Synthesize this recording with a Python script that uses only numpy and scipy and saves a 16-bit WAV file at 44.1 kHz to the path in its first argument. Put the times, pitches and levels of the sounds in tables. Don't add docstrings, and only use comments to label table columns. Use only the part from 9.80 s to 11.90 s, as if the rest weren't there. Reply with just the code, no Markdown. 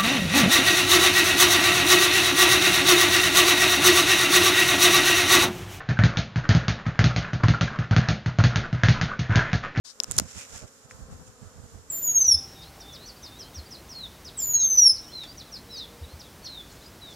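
import sys
import numpy as np
from scipy import signal
from scipy.fft import rfft, irfft, next_fast_len
from scipy.io import wavfile
from scipy.ndimage import uniform_filter1d, map_coordinates

SR = 44100
rng = np.random.default_rng(int(sys.argv[2]) if len(sys.argv) > 2 else 0)


def output_pcm(signal):
    pcm = np.clip(np.atleast_2d(signal).T, -1, 1) * 32767
    wavfile.write(sys.argv[1], SR, np.round(pcm).astype(np.int16))


N = 92610

# t/s, level/dB
COLONY_RIDE = [(.05, -76), (.22, -51.5), (.6, -56), (.82, -53), (.97, -60.5), (1.12, -53), (1.35, -54.5),
               (1.57, -55.5), (1.66, -52.5), (1.9, -57.5), (2.1, -57.5)]
# t/s, wingbeat/Hz, level/dB
NEAR_FLIGHT = [(.1, 263.8, -68), (.22, 262.3, -66.5), (.48, 271.6, -68), (.56, 278.6, -57),
               (.86, 276.6, -59.5), (1.03, 277.2, -67), (1.27, 266.4, -58.5), (1.45, 259.4, -60.5),
               (1.7, 238.9, -63.5), (1.9, 227.8, -59), (2.02, 225, -59), (2.1, 218.5, -82)]
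# t/s, wingbeat/Hz, level/dB
LATE_FLIGHT = [(1.75, 288, -74), (1.95, 291.6, -69.5), (2.1, 289.7, -60.5)]
# f/Hz, level/dB
WING_EQ = [(200, -4), (270, -3), (330, 12), (420, 1.5), (540, 4), (680, -3.5), (900, -3.5), (1250, -3),
           (1650, -9.5), (2200, -18.5), (4000, -21.5), (7000, -26)]
# t/s, left/dB, right/dB, knock send/dB, ring/Hz
SNAP_CUES = [(.2016, -4.5, -42, 4, 5370), (0.2357, -25.5, -19, -11, 6500), (0.2428, -17, -25.5, 7, 5700),
             (0.3124, -11.5, -13, 8, 7960), (0.3194, -26, -14, 6.5, 6760), (0.3666, -32, -23.5, 7, 6500),
             (0.3811, -20, -12, -10, 6300), (0.3832, -9, -10.5, 2.5, 6800), (0.3856, -9, -1, 4, 6000),
             (0.3879, -1.5, -40, 10, 4500), (0.3982, -10, -10, 14, 7300), (.3996, -14, -28, 20, 4600)]
# f/Hz, level/dB
SNAP_LEFT_EQ = [(200, -14.5), (1500, 0.5), (2500, 5.5), (4200, 7), (5700, 1), (7000, 6), (9500, 0.5),
                (13500, 7.5)]
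# f/Hz, level/dB
SNAP_RIGHT_EQ = [(200, -39), (1500, -8), (3500, 5), (5500, 0.5), (7200, 2.5), (9000, 9), (10500, 5.5),
                 (13500, 5.5)]
# f/Hz, level/dB
KNOCK_EQ = [(40, -26), (300, 3.5), (800, -0.5), (1400, 0.5), (2600, -6), (8000, -21)]
# t/s, half-length/s, level/dB
THUMP_CUES = [(.4198, 0.0018, -20), (1.2305, 0.0063, -26.5), (1.630, 0.0027, -28), (1.797, 0.0048, -30.5),
              (1.9495, 0.0054, -30)]
# t/s, half-length/s, left/dB, right/dB
RUB_CUES = [(.36, 0.05, -42.5, -45.5), (.51, 0.048, -47.5, -49), (.595, 0.033, -41.5, -42),
            (.68, 0.053, -52, -52), (.76, 0.033, -43.5, -44), (.83, 0.021, -52, -57),
            (.88, 0.0076, -52.5, -54.5), (1.04, 0.022, -60, -58.5), (1.113, 0.011, -50, -52),
            (1.33, 0.017, -60, -57), (1.475, 0.0081, -60, -54.5)]
# f/Hz, level/dB
RUB_EQ = [(100, -23), (400, 3.5), (800, 6), (1100, 5), (1700, 6.5), (2700, 4), (4200, -1), (7000, 0),
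          (10000, -1), (14000, -5.5)]
# f/Hz, level/dB
BRUSH_EQ = [(200, -18.5), (900, -4), (2300, -13.5), (3500, -4), (4600, 1), (5600, -5.5), (9000, -2.5),
            (14000, -17)]
# t/s, half-length/s, f/Hz, level/dB
HOLLOW_CUES = [(0.607, 0.034, 2480, -48.5), (0.757, 0.021, 770, -49.5), (0.762, 0.018, 1610, -57.5),
               (0.837, 0.017, 600, -48)]
# t/s, half-length/s, left/dB, right/dB
PUFF_CUES = [(.305, 0.017, -47, -34.5), (.38, 0.022, -35, -31), (.425, 0.011, -41, -32.5),
             (.448, 0.015, -62, -37), (.57, 0.015, -67, -36.5), (.745, 0.024, -53, -39.5),
             (.838, 0.012, -57, -34), (1.058, 0.0089, -72, -45.5), (1.145, 0.019, -53, -44),
             (1.225, 0.029, -47, -39), (1.33, 0.031, -38, -42.5), (1.41, 0.013, -39, -48),
             (1.485, 0.017, -44, -55), (1.628, 0.011, -59, -39), (1.663, 0.016, -53, -39),
             (1.785, 0.027, -50, -42.5), (1.845, 0.013, -48, -38), (1.947, 0.015, -45.5, -40.5),
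             (1.985, 0.023, -55, -43.5)]
# t/s, level/dB
DRAUGHT_RIDE = [(0, -86), (.3, -56.5), (1, -66), (1.25, -60), (2.1, -56)]
# f/Hz, level/dB
BUFFET_EQ = [(20, -6), (45, -4), (80, 4.5), (130, -1), (200, -6.5), (320, -19), (700, -17.5), (1500, -26),
             (3000, -53.5)]
# f/Hz, level/dB
AIR_EQ = [(25, 1), (70, -2.5), (150, -6.5), (330, -1.5), (700, -4.5), (1400, -0.5), (2300, -9), (5000, -12),
          (14000, -9)]
# f/Hz, level/dB
LEFT_PORT_EQ = [(300, -11.5), (900, -14.5), (1500, -10), (2500, -12.5), (4200, -9.5), (4900, -5.5),
                (5450, 1.5), (6300, -6), (7500, -11), (10000, -17.5), (14000, -22)]
# f/Hz, level/dB
RIGHT_PORT_EQ = [(300, -11), (900, -16.5), (1500, -15.5), (2500, -11.5), (4200, -7.5), (5800, -4),
                 (6600, 3), (7150, 5.5), (8200, -2.5), (10000, -9), (14000, -16)]


def colony(count=18, low_hz=202.86, high_hz=272.6, wander=.027, swerve_db=2, sag_per_s=.035):
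    hum = np.zeros((2, N))
    sag = 1 - sag_per_s * (clock() - clock().mean())
    for hz in np.linspace(low_hz, high_hz, count):
        nearness = amp(swerve_db * wobble(4.7))
        wing_hz = hz * sag * (1 + wander * wobble(5))
        hum += nearness * wingbeat(wing_hz, flutter=.011)
    level_db, = curves(COLONY_RIDE)
    return amp(level_db) * unit(hum)


def close_bee(flight, waver_db=1.5):
    wing_hz, level_db = curves(flight)
    return amp(level_db + waver_db * wobble(15)) * wingbeat(wing_hz, flutter=.003)


def wingbeat(wing_hz, flutter, harmonics=22, lag_s=.00017):
    lag = lag_s * wobble(1)
    hz = wing_hz * (1 + flutter * wobble(35))
    phase = 2 * np.pi * np.cumsum(hz) / SR
    offsets = rng.uniform(0, 2 * np.pi, harmonics)
    buzz = unit(sum(eq_gain(WING_EQ, k * hz.mean()) * np.sin(k * phase + offset)
                    for k, offset in enumerate(offsets, 1)))
    return np.array([np.interp(clock() + side * lag / 2, clock(), buzz) for side in (1, -1)])


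def snaps(scrape=.3, scrape_t60_s=.0045, ring_db=3.5, trim_db=-.5):
    edges, knocks = np.zeros((2, N)), np.zeros((2, N))
    t = np.arange(SR // 50) / SR
    for s, left_db, right_db, knock_db, hz in SNAP_CUES:
        push = scrape * rng.standard_normal((2, len(t))) * amp(-60 * t / scrape_t60_s)
        push[:, 0] = 1
        push *= amp([[left_db], [right_db]])
        start = round(s * SR)
        span = slice(start, start + len(t))
        edges[:, span] += push + amp(ring_db) * ring(push, hz, q=8.2)
        knocks[:, span] += amp(knock_db) * push
    bright = np.array([colour(edges[0], SNAP_LEFT_EQ), colour(edges[1], SNAP_RIGHT_EQ)])
    return amp(trim_db) * (bright + colour(knocks, KNOCK_EQ))


def thumps():
    bumps = np.zeros(N)
    for s, half_s, db in THUMP_CUES:
        u = (clock() - s) / half_s
        bumps += amp(db) * (1 - 2 * u ** 2) * np.exp(-u ** 2)
    return np.outer([0, 1], bumps)


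def tick(at_s=1.1113, hz=1780, half_s=.00041, level_db=-27.5):
    t = clock() - at_s
    return amp(level_db) * np.exp(-(t / half_s) ** 2) * np.sin(2 * np.pi * hz * t)


def rubbing(grains_per_s=900, grit_mix=.55, roughness_db=1.5, trim_db=-1):
    grains = rng.standard_normal((2, N)) * (rng.random(N) < grains_per_s / SR)
    friction = unit(noise(RUB_EQ) + grit_mix * unit(colour(grains, RUB_EQ)))
    return swells(RUB_CUES) * amp(trim_db + roughness_db * wobble(450)) * friction


def brush(start_s=.045, end_s=.108, attack_s=.0029, release_s=.014, level_db=-43.5):
    attack = np.clip((clock() - start_s) / attack_s, 0, 1)
    release = np.exp(-np.maximum(clock() - end_s, 0) / release_s)
    return np.outer([1, 0], amp(level_db) * attack * release) * noise(BRUSH_EQ)


def hollows():
    rings = np.zeros((2, N))
    for s, half_s, hz, db in HOLLOW_CUES:
        cavity = unit(ring(rng.standard_normal((2, N)), hz, q=7))
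        rings += swells([(s, half_s, db, db)]) * cavity
    return rings


def breeze(leveller_s=.034):
    eddies = noise(BUFFET_EQ)
    power = np.abs(uniform_filter1d(eddies ** 2, int(leveller_s * SR)))
    eddies /= np.sqrt(power + 1e-6)
    draught_db, = curves(DRAUGHT_RIDE)
    return eddies * np.hypot(swells(PUFF_CUES), amp(draught_db))


def air(level_db=-57, waver_db=1.23):
    return amp(level_db - waver_db * wobble(14.13)) * noise(AIR_EQ)


def amp(db):
    return 10 ** (np.asarray(db) / 20)


def unit(x):
    return x / np.sqrt(np.mean(x ** 2) + 1e-20)


def clock():
    return np.arange(N) / SR


def curves(rows):
    times, *columns = np.transpose(rows)
    return [np.interp(clock(), times, column) for column in columns]


def swells(cues):
    return np.sqrt(sum(amp([[left_db], [right_db]]) ** 2 * np.exp(-((clock() - s) / half_s) ** 2)
                       for s, half_s, left_db, right_db in cues))


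def wobble(knots_per_s):
    return map_coordinates(rng.standard_normal(N // 8), [clock() * knots_per_s + 2], mode="wrap")


def eq_gain(eq, hz):
    points_hz, db = np.transpose(eq)
    return amp(np.interp(np.log(hz + 1), np.log(points_hz + 1), db))


def colour(x, eq):
    size = 2 * next_fast_len(N)
    cepstrum = irfft(np.log(eq_gain(eq, np.fft.rfftfreq(size, 1 / SR))))
    cepstrum[1:size // 2] *= 2
    cepstrum[size // 2 + 1:] = 0
    return irfft(rfft(x, size) * np.exp(rfft(cepstrum)), size)[..., :N]


def noise(eq):
    return unit(colour(rng.standard_normal((2, N)), eq))


def ring(x, hz, q):
    return signal.lfilter(*signal.iirpeak(hz, q, fs=SR), x)


def scene():
    handling = rubbing() + brush() + hollows() + snaps() + thumps() + tick()
    bees = colony() + close_bee(NEAR_FLIGHT) + close_bee(LATE_FLIGHT)
    return bees + handling + breeze() + air()


def record(dry, gain_db=10, low_cut_hz=35, start_s=.039, fade_s=.017, top_hz=15200, taper_hz=1100):
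    heard = amp(gain_db) * np.array([colour(dry[0], LEFT_PORT_EQ), colour(dry[1], RIGHT_PORT_EQ)])
    heard = signal.sosfilt(signal.butter(2, low_cut_hz, "high", fs=SR, output="sos"), heard)
    heard *= np.clip((clock() - start_s) / fade_s, 0, 1)
    heard = np.clip(heard, -.9, .9)
    size = 2 * next_fast_len(N)
    high_cut = np.clip((top_hz - np.fft.rfftfreq(size, 1 / SR)) / taper_hz, 0, 1)
    return irfft(rfft(heard, size) * high_cut, size)[:, :N]


dry = scene()
out = record(dry)
output_pcm(out)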